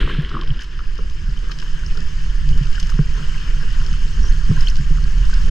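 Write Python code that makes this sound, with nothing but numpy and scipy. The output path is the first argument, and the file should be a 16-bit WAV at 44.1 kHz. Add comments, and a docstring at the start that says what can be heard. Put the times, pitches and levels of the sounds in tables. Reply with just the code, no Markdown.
"""A swimmer treads water beside a small wooden boat, heard through the hollow case of a camera on board.
From the start the sea washes and fizzes, wind buffets the microphone and water laps at the planks.
An arm sweeps past amid bubble plips, slaps and low thumps of wavelets and wind; then spray falls,
trapped air gurgles out and rolling wavelets set the hull humming. After a quieter spell come hard thumps
near 3 s and 4.5 s, with a thin rising squirt between them, while the breeze freshens to the end."""
import sys
import numpy as np
from scipy import signal
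from scipy.fft import rfft, irfft
from scipy.io import wavfile
from scipy.ndimage import uniform_filter1d

SR = 44100
rng = np.random.default_rng(int(sys.argv[2]) if len(sys.argv) > 2 else 0)


def transcribe(signal):
    """Save signal, clipped to [-1, 1], as a 16-bit WAV file at the path in sys.argv[1]."""
    frames = np.atleast_2d(signal).T
    limited = np.clip(frames, -1, 1)
    pcm = np.round(limited * 32767).astype(np.int16)
    wavfile.write(sys.argv[1], SR, pcm)


N = 242550
T = np.arange(N) / SR
HULL_HZ, HULL_WIDTH_HZ = 147.6, 16.7  # the hull's low mode

# resonances and antiresonances of the camera case: f/Hz, bandwidth/Hz, gain/dB
CASE_MODES = [(719, 294, -15), (1720, 400, 7.5), (1903, 1040, -6.5), (3020, 450, 6), (3930, 620, -4),
              (5160, 460, 4), (6320, 97, 7), (11870, 810, 6)]
# correlation of the two microphone ports: f/Hz, coefficient
PORT_CORRELATION = [(60, 0.92), (100, 0.94), (170, 0.72), (300, 0.12), (510, 0.61), (870, 0.058),
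                    (1490, 0.8), (2540, 0.26), (4340, 1), (7410, 0.85), (12000, 0.22)]
# left port relative to right: f/Hz, level/dB
PORT_BALANCE = [(60, 2), (87, 9), (130, -9), (180, 4), (260, -3.5), (380, -3), (550, -1.5), (800, -1.5),
                (1160, 1.5), (1680, 4), (2440, 5.5), (3530, 2), (5120, -2.5), (7410, 2)]
# lead of the left port: f/Hz, phase/rad
PORT_PHASE = [(0, -0.91), (600, 0.35), (1030, 0.00077), (1290, -1.1), (1720, 1), (2070, -0.12),
              (2330, 0.64), (2840, 0.81), (3450, -2.2), (3700, 1.15), (4220, 0.67), (4480, -1.27),
              (5430, 0.74), (7580, -0.37)]
# spectra of the noise sources: f/Hz, level/dB
WASH_SPECTRUM = [(150, -34), (500, -8), (800, -1.5), (1050, -1.5), (1600, 1.5), (2600, -2.5), (3400, -7),
                 (4300, -12), (6000, -41), (9000, -41), (14000, -78)]
FOAM_SPECTRUM = [(2500, -27), (4300, 0), (5400, -2), (6600, -3.5), (8000, -11.5), (9200, -19.5),
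                 (11000, -26), (13000, -25), (15000, -43)]
WIND_SPECTRUM = [(4, 0), (12, 1), (28, -2), (42, -6), (65, -18.5), (100, -27), (200, -39.5), (300, -60),
                 (600, -81), (2000, -110)]
SLOSH_SPECTRUM = [(120, -15), (200, 0), (245, 3), (310, -8.5), (420, -3.5), (520, -12.5), (680, -18.5),
                  (1000, -22), (3000, -100)]
STROKE_SPECTRUM = [(150, 6), (380, 7.5), (560, 1), (800, -12), (1100, -0.5), (2000, 4.5), (3000, -1),
                   (4100, -3), (5000, -25.5), (7000, -26.5), (10000, -34.5), (14000, -50)]
SPRAY_SPECTRUM = [(700, -20), (1300, -0.5), (2500, 3), (5000, 6.5), (6500, -3), (8500, -20), (11000, -25.5),
                  (13000, -39), (15000, -38)]
# open water, whose chop drives foam and lapping: t/s, wash level/dB, chop level/dB
SEA_STATE = [(0.4, -44.5, -58.5), (0.72, -46.5, -55.5), (1.2, -48, -52.5), (1.7, -45, -48.5),
             (2.55, -44.5, -47.5), (3.08, -44.5, -47.5), (3.3, -41.5, -45.5), (3.76, -43.5, -46.5),
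             (4.3, -43.5, -45), (5.0, -45, -46.5), (5.5, -41, -43)]
# small crests spilling over: t/s, half-width/s, level/dB
SPILLING_CRESTS = [(0.615, 0.019, -54), (1.98, 0.12, -54), (2.78, 0.16, -46), (3.2, 0.059, -46),
                   (3.78, 0.18, -45), (4.585, 0.11, -40.5), (4.68, 0.021, -46.5), (4.765, 0.0055, -53),
                   (5.335, 0.018, -45)]
# gusts (+) and lulls (-): t/s, half-width/s, level change/dB
WIND_GUSTS = [(0.02, 0.033, 7), (0.12, 0.065, 1), (0.28, 0.071, -2.5), (0.5, 0.03, 8), (0.67, 0.085, -9),
              (0.85, 0.13, -1), (1.2, 0.079, -1.5), (1.42, 0.032, -4), (1.56, 0.054, -9), (2.55, 0.13, 5.5),
              (2.76, 0.022, 3.5), (3.08, 0.025, -2), (3.22, 0.03, -7.5), (3.4, 0.059, -6),
              (4.12, 0.022, -6), (4.26, 0.054, 3.5), (4.6, 0.018, 7.5), (5.4, 0.16, 1)]
# swells running along the hull: t/s, half-width/s, level/dB
HULL_SWELLS = [(0.05, 0.18, -40.5), (0.45, 0.14, -47.5), (0.87, 0.028, -56), (1.52, 0.2, -51),
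               (1.99, 0.057, -46), (2.6, 0.21, -54), (3.22, 0.092, -45.5), (3.6, 0.16, -49),
               (3.85, 0.068, -49.5), (4.22, 0.059, -48.5), (4.56, 0.021, -40.5)]
# rush of an arm through the water: t/s, level/dB
STROKE_ENVELOPE = [(0, -25), (0.05, -33.5), (0.11, -30.5), (0.16, -35), (0.25, -39.5), (0.36, -41.5),
                   (0.6, -74)]
# ringing bubbles: peak t/s, level/dB, f/Hz, width at half height/s
BUBBLES = [(0.0165, -32, 1340, 0.0031), (0.029, -23, 1250, 0.0014), (0.077, -20, 1202, 0.0021),
           (0.0993, -28.5, 1080, 0.0065), (0.0997, -22, 1416, 0.0022), (0.1121, -28, 1730, 0.0038),
           (0.115, -29, 2850, 0.0019), (0.119, -27, 1650, .003), (0.15, -27, 1340, .0025),
           (0.2, -28, 1650, .003),  (0.249, -27, 1900, 0.0017), (0.2493, -23, 3100, .002),
           (0.307, -33, 1090, .0025), (0.316, -22.5, 1270, 0.0023), (0.3432, -22, 1306, 0.0022),
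           (0.352, -17.5, 1235, 0.0026), (0.3705, -16, 1120, 0.0037), (0.381, -26, 1260, 0.0022),
           (0.392, -26, 1156, 0.0026), (0.396, -31, 1300, 0.0016), (0.402, -26, 1260, 0.0022),
           (0.413, -18, 3064, 0.00081), (0.4233, -26, 1100, 0.0054), (0.476, -28.5, 3150, 0.0023),
           (0.5054, -24, 3090, .0018), (0.593, -24, 3020, 0.0021), (0.6006, -26.5, 1670, 0.0025),
           (0.62, -32, 2780, .0026), (0.6254, -34, 1600, 0.0037), (0.794, -27, 1315, 0.0024),
           (0.807, -27, 1292, 0.002), (0.991, -32, 1314, 0.0026), (1.3765, -31.5, 3040, 0.0055),
           (1.498, -27, 1284, 0.002), (1.51, -31, 1240, 0.0043), (1.626, -26.5, 1625, 0.0024),
           (1.837, -32.5, 1510, 0.0041), (1.864, -28, 5260, 0.0029), (1.955, -32, 1305, 0.0022),
           (1.979, -31, 1400, 0.004), (2.02, -32, 1760, 0.0039), (2.241, -38, 6200, 0.0018),
           (2.299, -30.5, 3015, 0.0017), (2.345, -39, 1250, .003), (2.531, -27.5, 2970, 0.0024),
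           (2.543, -37, 3010, .002), (2.671, -35, 1444, .003), (2.753, -26.5, 2890, 0.0024),
           (2.78, -33, 1770, 0.0039), (2.783, -28.5, 1484, 0.0033), (2.898, -24.5, 1453, 0.0012),
           (2.922, -29, 1265, 0.0036), (3.1956, -30, 1340, 0.0035), (3.2276, -33, 1380, .0037),
           (3.346, -31, 2180, 0.0025), (3.478, -32.5, 1270, 0.0028), (3.817, -24, 1307, 0.0013),
           (3.875, -34, 5000, 0.0013), (3.884, -35, 1260, 0.0024), (3.94, -29, 1330, 0.0021),
           (4.087, -35, 4430, 0.0019), (4.325, -32.5, 4450, 0.0023), (4.57, -30, 1600, 0.0055),
           (4.577, -33, 1496, 0.0037), (4.578, -33, 1010, 0.0093), (4.594, -37, 1366, .003),
           (4.601, -32, 1494, 0.0045), (4.623, -36, 1550, 0.0033), (4.609, -28.5, 5160, 0.0046),
           (4.673, -14.5, 3094, 0.0026), (4.684, -23, 4330, 0.0043), (4.688, -27, 2570, 0.0031),
           (4.7005, -30, 6100, 0.002), (4.7035, -33, 5300, 0.0032), (4.787, -32.5, 1570, 0.0059),
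           (4.929, -34, 1190, .003), (4.9735, -33, 1400, .003), (4.9853, -25, 1280, 0.0019),
           (5.042, -29.5, 4430, 0.0028), (5.297, -27.5, 1222, 0.002), (5.3345, -26, 1537, 0.0062)]
# water striking the planks: t/s, level/dB, centre f/Hz, rise/s, decay/s
PLANK_SLAPS = [(0.038, -22.5, 367, 0.0062, 0.013), (0.075, -26, 380, 0.0018, 0.007),
               (0.096, -27, 382, 0.002, 0.0067), (0.122, -29, 310, 0.0066, 0.014),
               (0.9878, -32, 433, 0.0004, 0.014), (0.988, -34, 1150, 0.0004, 0.0065),
               (1.047, -36.5, 420, 0.002, 0.006), (1.42, -39.5, 390, 0.0065, 0.027),
               (1.498, -37.5, 396, 0.0025, 0.0072), (1.976, -39, 397, 0.002, 0.0073),
               (2.9903, -20, 410, 0.00095, 0.0067), (2.9895, -26.5, 1450, 0.0007, 0.0034),
               (3.632, -36.5, 400, 0.002, 0.012), (4.235, -38, 424, 0.004, 0.026),
               (4.238, -33.5, 1150, 0.0026, 0.013), (4.489, -28.5, 317, 0.011, 0.022),
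               (4.511, -24, 434, 0.0016, 0.0044), (4.506, -31.5, 1100, 0.0059, 0.012),
               (4.903, -35, 420, 0.0017, 0.0077), (5.212, -33, 400, 0.0016, 0.0061),
               (5.475, -36, 418, 0.0073, 0.034)]
# low thumps, from wavelets striking the hull and wind popping on the microphone: t/s, level/dB, f/Hz
LOW_THUMPS = [(0.04, -9.5, 83), (0.179, -19, 163), (0.186, -5, 149.3), (0.499, -11.5, 127),
              (0.988, -24.5, 168), (1.239, -23, 155.4), (1.284, -17, 138), (2.611, -9, 136),
              (2.942, -15.5, 133), (2.991, 0.5, 146), (3.8, -17, 142), (3.923, -12.5, 139.5),
              (4.172, -24.5, 181), (4.492, -9.5, 167), (4.501, 0, 99.4), (4.512, -4.5, 160),
              (4.574, -12, 109), (4.786, -22, 138), (4.8, -10.5, 140), (4.9085, -11.5, 147),
              (4.961, -21, 148)]
# spray thrown by the arms: t/s, level/dB, tilt above 1 kHz/(dB/octave), decay/s
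SPRAY_BURSTS = [(0.22, -41, 16, 0.0017), (0.248, -36, -8, 0.0027), (0.257, -40, -3, 0.0011),
                (0.293, -32.5, -5.5, 0.0022), (0.412, -28.5, -6.5, 0.0026), (0.434, -29, -12.5, .0025),
                (0.448, -34, -5, 0.0012), (0.461, -35, -7, 0.0015), (0.476, -36, -1, 0.0022),
                (0.489, -37, -3, 0.0015), (0.539, -38, -8, 0.0022), (0.57, -41, -1, 0.0022),
                (0.592, -32, -8, .002), (0.603, -37, -1, 0.0042), (0.609, -31.5, 8, 0.002),
                (0.616, -30, -8, 0.0022), (0.62, -34, 1.5, 0.0037), (0.634, -40, 21, .003),
                (0.642, -38, 1, 0.0048), (0.79, -30, -11, .002), (0.955, -33, 1, .001),
                (0.979, -34, 1, .0015), (1.098, -34.5, 4, 0.0021), (1.5131, -28.5, 5, 0.0015),
                (1.5163, -25.5, -6.5, 0.0036), (1.587, -28, -0.5, 0.002), (1.599, -31, 1, 0.0037),
                (1.618, -28, -3, .001), (1.625, -31, -12, .004), (1.972, -29.5, -2, 0.0027),
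                (2.005, -31, 2, .0015), (2.4893, -29.5, 2, 0.0023), (2.576, -32.5, 6, .002),
                (2.588, -39, 2, .0015), (2.632, -34, 3, 0.0026), (2.669, -31, -3, 0.0017),
                (2.729, -32.5, 5, 0.0024), (2.755, -28.5, -2, 0.0016), (2.7991, -20.5, 6.5, 0.0018),
                (2.805, -37, 5, 0.0018), (2.828, -28, -2.5, 0.0041), (2.869, -34, 7, .003),
                (2.894, -26, -8, 0.0014), (2.9, -26.5, 10, 0.0012), (3.8633, -26.5, 4, 0.0016),
                (3.929, -28, 5, .001), (4.608, -26, 12, 0.0014), (4.664, -33, 6, 0.0031),
                (4.6835, -27.5, 1, 0.0047), (4.698, -35, 12, 0.004), (4.756, -31, 1, 0.0036),
                (4.766, -30.5, 3, 0.0033), (5.253, -33, 2, 0.0023), (5.339, -29, 2, 0.0037)]
# air escaping after the stroke: t/s, level/dB
GURGLE_ENVELOPE = [(0.27, -70), (0.305, -46), (0.355, -30.5), (0.40, -36.5), (0.44, -43), (0.5, -51)]
# resonances of the trapped air: f/Hz, bandwidth/Hz, level/dB
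AIR_POCKETS = [(213.7, 61, 0), (306, 140, 0), (1270, 240, -16.5)]
# longer wavelets rolling along the hull: t/s, half-width/s, level/dB
ROLLING_WAVELETS = [(0.36, 0.03, -26.5), (0.52, 0.014, -22), (2.525, 0.074, -23), (2.665, 0.018, -26),
                    (2.85, 0.027, -29), (3.24, 0.028, -30), (5.0, 0.051, -28)]
# a thin jet of water: t/s, level/dB, f/Hz
SQUIRT_GLIDE = [(4.19, -57, 5040), (4.23, -45.5, 5500), (4.258, -42, 5540), (4.27, -39.5, 5970),
                (4.285, -46, 6240), (4.305, -43, 6400), (4.335, -70, 6400)]


def gain_of(db):
    """Amplitude ratio of a level in decibels."""
    return 10 ** (np.asarray(db) / 20)


def unit_rms(x):
    """Normalisation to an rms of 1."""
    return x / np.sqrt(np.mean(x ** 2) + 1e-20)


def at_hz(points, hz):
    """Interpolation on a logarithmic frequency axis."""
    f, value = np.transpose(points)
    return np.interp(np.log(hz + 1), np.log(f + 1), value)


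def envelopes(rows):
    """Amplitude envelopes, interpolated from each level column."""
    s, *columns = np.transpose(rows)
    return [gain_of(np.interp(T, s, db)) for db in columns]


def add(mix, s, sound):
    """Superposition of a sound beginning at time s."""
    part = mix[..., max(round(s * SR), 0):][..., :sound.shape[-1]]
    part += sound[..., :part.shape[-1]]


def coloured(x, response_db):
    """Filtering by a magnitude response in dB; rms 1."""
    size = x.shape[-1]
    hz = np.fft.rfftfreq(size, 1 / SR)
    return unit_rms(irfft(rfft(x) * gain_of(response_db(hz)), size))


def smooth_noise(size, *windows):
    """Noise low-passed by moving averages, their windows in samples; rms 1."""
    x = rng.standard_normal(size)
    for window in windows:
        x = uniform_filter1d(x, window)
    return unit_rms(x)


def wander(span_s):
    """Random modulation with a correlation time of about span_s; rms 1."""
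    return smooth_noise(N, int(span_s * SR), int(span_s * SR))


def steadied(x, span_s):
    """Division by the running rms flattens level changes slower than span_s."""
    size = int(span_s * SR)
    power = uniform_filter1d(uniform_filter1d(x ** 2, size), size)
    return unit_rms(x / np.sqrt(power + 0.023))


def bell(s, half_width):
    """Gaussian pulse that falls to 1/e at half_width from time s."""
    return np.exp(-((T - s) / half_width) ** 2)


def surging(waves):
    """Joint amplitude of passing waves: incoherent sources add in power."""
    return np.sqrt(sum((gain_of(db) * bell(s, half_width)) ** 2 for s, half_width, db in waves))


def resonate(x, hz, width_hz):
    """Forced response of a resonator whose frequency may glide; rms 1."""
    phasor = np.exp(2j * np.pi * np.cumsum(hz * np.ones(N)) / SR)
    pole = np.exp(-np.pi * width_hz / SR)
    baseband = signal.lfilter([1], [1, -2 * pole, pole * pole], x / phasor)
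    return unit_rms((phasor * baseband).real)


def case_db(hz):
    """Resonance in the camera case imposes peaks and notches: a hollow colour."""
    return sum(db * 2 ** -((2 * (hz - f) / width) ** 2) for f, width, db in CASE_MODES)


def churn(spectrum, ticks_per_s, tick_db, patchy_db=1.5, spread_db=3.5):
    """Many distant bubbles sum to a patchy hiss; near ones tick as separate damped oscillators."""
    noise = signal.stft(rng.standard_normal((2, N)), nperseg=512, noverlap=384)[2]
    patches = uniform_filter1d(rng.standard_normal(noise.shape[1:]), size=7, axis=0)
    patches = unit_rms(uniform_filter1d(patches, size=14, axis=1))
    hiss = signal.istft(noise * gain_of(patchy_db * patches), nperseg=512, noverlap=384)[1][:, :N]
    pitches = np.geomspace(1000, 9000, 28)
    t, ticks = np.arange(1024) / SR, np.zeros(N)
    for hz in pitches:
        strengths = gain_of(spread_db * np.minimum(rng.exponential(1, N), 4))
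        onsets = rng.random(N) < ticks_per_s / len(pitches) / SR
        age = hz * t / 2.75  # each rings for a few cycles
        ring = hz * age * np.exp(-age) * np.sin(2 * np.pi * hz * t)
        ticks += signal.oaconvolve(strengths * onsets, ring)[:N]
    water = unit_rms(hiss)
    water[0] += gain_of(tick_db) * unit_rms(ticks)  # common to both ports
    return coloured(water, lambda hz: at_hz(spectrum, hz) + case_db(hz))


def sea(wash_db=2.5, fizz_db=-1.0, crest_foam_db=-6.0, ripple_db=0.62):
    """Bubble clouds radiate the wash of wavelets and the fizz of foam; both rise as a crest spills."""
    wash, chop = envelopes(SEA_STATE)
    crests = surging(SPILLING_CRESTS)
    wash_level = np.hypot(wash, crests) * gain_of(wash_db + ripple_db * wander(0.027))
    foam_level = np.hypot(chop, gain_of(crest_foam_db) * crests) * gain_of(fizz_db)
    return (wash_level * churn(WASH_SPECTRUM, ticks_per_s=400, tick_db=-11.5)
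            + foam_level * churn(FOAM_SPECTRUM, ticks_per_s=1000, tick_db=-10))


def wind(start_db=-19.5, freshen_db_per_s=1.6044, flutter_db=1.05, apart_db=-20, lean_db=1.33):
    """Turbulent eddies exert a fluctuating pressure, nearly coherent at the two microphone ports."""
    flutter = flutter_db * smooth_noise(N, 2200, 1500)
    gusts = sum(db * bell(s, half_width) for s, half_width, db in WIND_GUSTS)
    level = gain_of(start_db + freshen_db_per_s * T + gusts + flutter)
    common, apart = coloured(rng.standard_normal((2, N)), lambda hz: at_hz(WIND_SPECTRUM, hz))
    sides = np.array([[-1], [1]])
    eddies = steadied(common, 0.085) + gain_of(apart_db) * sides * apart
    return gain_of(lean_db * sides) * level * eddies


def lapping(chop_db, swell_db):
    """Excitation at the hull: the chop and the passing swells add in power."""
    _, chop = envelopes(SEA_STATE)
    return np.hypot(gain_of(chop_db) * chop, gain_of(swell_db) * surging(HULL_SWELLS))


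def slosh(level_db=1.5, uneven_db=3.0):
    """Water slopping along the planks makes low noise, amplitude-modulated by the swells."""
    level = lapping(chop_db=-6.5, swell_db=1.5)
    level *= gain_of(level_db + uneven_db * smooth_noise(N, 2500, 1500))
    return level * coloured(rng.standard_normal((2, N)), lambda hz: at_hz(SLOSH_SPECTRUM, hz))


def hull_murmur(apart_db=-16.0):
    """Random forcing by ripples excites a narrow band around the hull's low mode."""
    common, apart = coloured(rng.standard_normal((2, N)),
                             lambda hz: -20 * np.log10(1 + ((hz - HULL_HZ) / HULL_WIDTH_HZ) ** 2))
    murmur = steadied(common, 0.29) + gain_of(apart_db) * np.array([[-1], [1]]) * apart
    return lapping(chop_db=9.0, swell_db=7.5) * murmur


def arm_stroke(grit_db=1.6):
    """An arm sweeping close by stirs up broadband noise, made gritty by fast modulation."""
    level, = envelopes(STROKE_ENVELOPE)
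    grit = gain_of(grit_db * smooth_noise(N, 120))
    rush = coloured(rng.standard_normal(N) * grit, lambda hz: at_hz(STROKE_SPECTRUM, hz) + case_db(hz))
    return level * steadied(rush, 0.015)


def plips(glide=0.029, wobble=0.033, tail_db=-19.0, tail_s=0.0055):
    """A bubble's oscillation swells and fades, its natural frequency rising near the surface."""
    out, t = np.zeros((2, N)), np.arange(-512, 1536) / SR
    for s, db, hz, width in BUBBLES:
        pitch = hz * (1 + glide * np.tanh(t / width) + wobble * smooth_noise(len(t), 24))
        tone = np.sin(2 * np.pi * np.cumsum(pitch) / SR)
        pulse = 2 ** -(2 * t / width) ** 2
        tail = (t > 0) * gain_of(tail_db) * np.exp(-abs(t) / tail_s)
        add(out[0], s + t[0], gain_of(db) * np.maximum(pulse, tail) * tone)
    return out


def slaps(octave_drop_db=29.0):
    """Impact of water on the planks gives a hollow band of noise that decays exponentially."""
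    out, t = np.zeros((2, N)), np.arange(16384) / SR
    for s, db, centre_hz, rise, decay in PLANK_SLAPS:
        band = coloured(rng.standard_normal((2, len(t))),
                        lambda hz: case_db(hz) - octave_drop_db * np.log2((hz + 1) / centre_hz) ** 2)
        envelope = (1 - np.exp(-t / rise)) * np.exp(-t / decay)
        add(out, s, gain_of(db) * envelope * steadied(band, 0.014))
    return out


def low_thumps(push_s=0.0041, rise_s=0.0023, mode_t60_s=0.1):
    """A wavelet on the hull or a wind pop on the microphone: a pressure pulse and a damped oscillation."""
    out, t = np.zeros(N), np.arange(16384) / SR
    attack = (1 - np.exp(-t / rise_s)) ** 2
    push = np.exp(-t / push_s)
    for s, db, hz in LOW_THUMPS:
        t60 = mode_t60_s * hz / HULL_HZ  # deeper thumps die sooner
        ring = np.sin(2 * np.pi * hz * t) * gain_of(-60 * t / t60)
        add(out, s, gain_of(db) * attack * (push + ring))
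    return out


def splashes(grit_db=-0.5, rise_s=0.00039, patter_db=-22.0, patter_s=0.032, apart_db=3.0):
    """Impact of spray gives a noise burst, then a faint patter of droplets; finer spray is brighter."""
    lead = 256  # samples of silence before the impact
    out, t = np.zeros((2, N)), np.maximum(np.arange(-lead, 3840), 0) / SR
    patter = gain_of(patter_db) * np.exp(-t / patter_s)
    for s, db, tilt, decay in SPRAY_BURSTS:
        envelope = (1 - np.exp(-t / rise_s)) * (np.exp(-t / decay) + patter)
        drops = envelope * rng.standard_normal((2, len(t))) * gain_of(grit_db * smooth_noise(len(t), 30))
        spray = coloured(drops, lambda hz: case_db(hz) + at_hz(SPRAY_SPECTRUM, hz)
                         + tilt * np.log2(np.maximum(hz, 1000)))
        spray *= np.linalg.norm(envelope) / np.linalg.norm(spray, axis=1, keepdims=True)
        add(out, s - lead / SR, gain_of(db) * spray)
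    return out * gain_of([[0], [apart_db]])


def gurgle(throb_db=-2.0):
    """Air trapped by the stroke escapes in uneven gulps, exciting the resonances of its pockets."""
    level, = envelopes(GURGLE_ENVELOPE)
    gulps = rng.standard_normal(N) * gain_of(throb_db * smooth_noise(N, 300))
    air = sum(gain_of(db) * resonate(gulps, hz, width) for hz, width, db in AIR_POCKETS)
    return level * steadied(air, 0.068)


def hull_hum(waver=0.082, throb_db=3.0):
    """Sustained forcing by a rolling wavelet holds the hull's low mode in an unsteady hum."""
    cycles = np.cumsum(HULL_HZ * (1 + waver * wander(0.0096))) / SR
    return gain_of(throb_db * wander(0.017)) * surging(ROLLING_WAVELETS) * np.sin(2 * np.pi * cycles)


def squirt(width_hz=650, sputter_db=3.0, sputter_s=0.0046, scatter=0.016):
    """Water forced through a narrowing gap sputters in droplets of scattered, rising resonance."""
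    s, db, hz = np.transpose(SQUIRT_GLIDE)
    droplets = rng.standard_normal(N) * gain_of(sputter_db * np.tanh(wander(sputter_s)))
    pitch = np.interp(T, s, hz) * (1 + scatter * wander(0.0055))
    return gain_of(np.interp(T, s, db)) * resonate(droplets, pitch, width_hz)


def ports(pair):
    """Partial coherence: a common and a difference signal combine into the left and right ports."""
    hz = np.fft.rfftfreq(N, 1 / SR)
    common, apart = rfft(pair)
    correlation = at_hz(PORT_CORRELATION, hz)
    common *= np.sqrt((1 + correlation) / 2)
    apart *= np.sqrt((1 - correlation) / 2)
    leftward = gain_of(at_hz(PORT_BALANCE, hz) / 2) * np.exp(0.5j * at_hz(PORT_PHASE, hz))
    return irfft(np.array([(common + apart) * leftward, (common - apart) / leftward]), N)


def scene():
    """Superposition of the surrounding water, the close water, the hull, the thumps and the wind."""
    water = ports(sea() + plips() + splashes() + slosh() + slaps())
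    close_water = arm_stroke() + gurgle() + squirt()
    bass = (hull_murmur() + low_thumps()) * gain_of([[-0.5], [0.5]]) + hull_hum()
    return water + close_water + bass + wind()


def record(dry, mono_until_s=0.22, wide_from_s=0.91, cutoff_hz=14500):
    """The image opens from mono to stereo; saturation rounds the strongest gusts; a low-pass follows."""
    width = np.clip((T - mono_until_s) / (wide_from_s - mono_until_s), 0, 1)
    mid = dry.mean(0)
    stereo = mid + width * (dry - mid)
    saturated = stereo / (1 + stereo ** 8) ** (1 / 8)
    faded = saturated * signal.windows.tukey(N, 0.003)
    low_pass = signal.firwin(511, cutoff_hz, window=("kaiser", 9), fs=SR)
    return signal.oaconvolve(faded, low_pass[None], "same")


dry = scene()
out = record(dry)
transcribe(out)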